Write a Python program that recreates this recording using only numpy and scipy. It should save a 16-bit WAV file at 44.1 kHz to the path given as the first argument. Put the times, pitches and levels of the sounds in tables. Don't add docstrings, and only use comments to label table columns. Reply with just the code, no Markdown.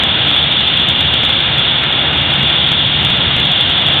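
import sys
import numpy as np
from scipy import signal
from scipy.fft import rfft, irfft, next_fast_len
from scipy.io import wavfile
from scipy.ndimage import uniform_filter1d, map_coordinates

SR = 44100
rng = np.random.default_rng(int(sys.argv[2]) if len(sys.argv) > 2 else 0)


def persist_wave(psi):
    counts = np.round(np.clip(psi, -1, 1) * 32767).astype(np.int16)
    wavfile.write(sys.argv[1], SR, np.atleast_2d(counts).T)


N = 176400


def amp(db):
    return 10 ** (np.asarray(db) / 20)


def unit(x):
    return x / np.sqrt(np.mean(x ** 2) + 1e-20)


def curve(rows):
    return np.interp(np.arange(N) / SR, *np.transpose(rows))


def wobble(knots_per_s):
    return map_coordinates(rng.standard_normal(256), [np.arange(N) * knots_per_s / SR], mode="wrap")


def filtered(x, response):
    size = next_fast_len(N + 8192)
    return irfft(rfft(x, size) * response(np.fft.rfftfreq(size, 1 / SR)), size)[:N]


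def rush(colour, patchy_db):
    spectra = signal.stft(rng.standard_normal(N), nperseg=512)[2]
    patches = uniform_filter1d(rng.standard_normal(spectra.shape), size=5, axis=0)
    patches = uniform_filter1d(patches, size=16, axis=1)
    noise = signal.istft(spectra * amp(patchy_db * unit(patches)), nperseg=512)[1][:N]
    hz, db = np.transpose(colour)
    return unit(filtered(noise, lambda f: amp(np.interp(np.log(f + 1), np.log(hz), db))))


def resonance(hz, width_hz):
    response = lambda f: 1j * f * width_hz / (hz * hz - f * f + 1j * f * width_hz)
    return unit(filtered(rng.standard_normal(N), response))


def saturate(x, top, knee):
    return x / (1 + np.abs(x / top) ** knee) ** (1 / knee)


# time_s, relative_db
RUMBLE_LEVEL = [(0, -23), (0.65, -25.5), (1, -23.5), (1.4, -24), (1.65, -23), (1.88, -26.5), (2.05, -23),
                (2.42, -22), (2.6, -26), (2.9, -22.5), (3.08, -22.5), (3.33, -21), (3.55, -24), (3.7, -24),
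                (4, -23.5)]
# frequency_hz, relative_db
RUMBLE_SPECTRUM = [(12, -33), (27, -29.5), (40, -16.5), (52, -15), (68, -3), (105, -1), (125, -0.5),
                   (175, -0.5), (230, -5.5), (330, -11.5), (450, -24), (900, -77)]
# pitch_hz, width_hz, relative_db
BAY_RESONANCES = [(78, 9, -7), (143, 11, -3)]
def flame_rumble(trim_db=-2, flicker_db=0.14):
    boom = sum(amp(db) * resonance(hz, width_hz) for hz, width_hz, db in BAY_RESONANCES)
    level_db = curve(RUMBLE_LEVEL) + trim_db + flicker_db * wobble(knots_per_s=7.4)
    return amp(level_db) * (rush(RUMBLE_SPECTRUM, patchy_db=0) + boom)


# time_s, level_db
ROAR_LEVEL = [(0, -19.5), (0.45, -21), (0.65, -21.5), (1.5, -20.5), (2.15, -19.5), (2.55, -20), (2.85, -22),
              (3.2, -20), (3.6, -21), (4, -19.5)]
# frequency_hz, relative_db
ROAR_SPECTRUM = [(100, -24.5), (280, -1), (350, 0), (430, -3), (480, -2), (540, .5), (595, -0.3), (670, .5),
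                 (830, 1.06), (980, -1.6), (1140, -3), (1340, 1), (1480, 0), (1600, 0.6), (1850, -0.8),
                 (2400, 0.5), (3000, -0.5), (3800, -16.5), (4600, -66)]
def flame_roar():
    return amp(curve(ROAR_LEVEL)) * rush(ROAR_SPECTRUM, patchy_db=0.38)


# time_s, relative_db
SPRAY_LEVEL = [(0, -15.2), (0.3, -13), (0.5, -13.5), (0.7, -12.5), (1.1, -14), (1.3, -13), (1.45, -14.5),
               (1.6, -13), (1.9, -15), (2.15, -15), (2.35, -14.5), (2.6, -13), (3.15, -14.5), (3.5, -13),
               (4, -13.5)]
# frequency_hz, relative_db
SPRAY_SPECTRUM = [(1000, -46.5), (2000, -21.5), (2500, -16.5), (2900, -11), (3150, -5.5), (3380, -0.8),
                  (3530, 1), (3590, -4.5), (3680, -6), (3800, -12), (3980, -23.5), (4250, -25.5),
                  (4450, -33), (4600, -50), (4800, -52.5)]
def water_spray(trim_db=-0.12):
    return amp(curve(SPRAY_LEVEL) + trim_db) * rush(SPRAY_SPECTRUM, patchy_db=0.15)


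def whistle(pitch_hz=2832.2, drift_hz=0.4, level_db=-23, waver_db=1):
    hz = pitch_hz + drift_hz * wobble(knots_per_s=12)
    gain = amp(level_db + waver_db * wobble(knots_per_s=7))
    return gain * np.sin(2 * np.pi * np.cumsum(hz) / SR)


# peak_s, relative_crackle_db
OVERLOAD_SURGES = [(0.037, -18), (0.273, -31.5), (0.314, -31), (0.364, -28), (0.392, -27.5), (0.608, -28),
                   (0.68, -31), (0.776, -26.5), (0.889, -17), (1.009, -24), (1.141, -22), (1.236, -21),
                   (1.252, -21), (1.294, -25.5), (1.404, -28.5), (1.602, -30.5), (1.837, -26),
                   (2.132, -30.5), (2.306, -29), (2.339, -27), (2.432, -26), (2.501, -30.5), (2.676, -28.5),
                   (2.69, -30), (2.719, -19), (2.73, -30), (3.031, -29.5), (3.051, -20.5), (3.104, -24),
                   (3.174, -30), (3.366, -23), (3.401, -25), (3.456, -26), (3.699, -24.5), (3.866, -30),
                   (3.886, -25.5)]
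def microphone_overload(x, ceiling=0.72, swell_s=0.00091, overshoot_db=6):
    t = np.arange(N) / SR
    gain = np.ones(N)
    for peak_s, crackle_db in OVERLOAD_SURGES:
        near = np.abs(t - peak_s) < 0.005
        swell = np.exp(-((t[near] - peak_s) / swell_s) ** 2)
        crest = ceiling + amp(crackle_db + overshoot_db)
        height = np.abs(x[near])
        boost = np.min((crest - height) / (height * swell + 1e-9))
        gain[near] += swell * max(boost, 0)
    return saturate(x * gain, ceiling, knee=32)


def scene():
    return (flame_rumble() + flame_roar() + water_spray() + whistle())[None]


def record(dry):
    low_cut_hz, high_cut_hz, crackle_top_hz = 34, 4600, 15900
    low_cut = lambda hz: hz ** 2 / np.hypot(hz ** 2, low_cut_hz ** 2)
    high_cut = lambda hz, order=60: (1 + (hz / high_cut_hz) ** (2 * order)) ** -0.5
    squashed = saturate(dry[0], top=0.8, knee=4.5)
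    narrow = filtered(squashed, lambda hz: low_cut(hz) * high_cut(hz))
    crackling = microphone_overload(narrow)
    return filtered(crackling, lambda hz: hz < crackle_top_hz)[None]


dry = scene()
out = record(dry)
persist_wave(out)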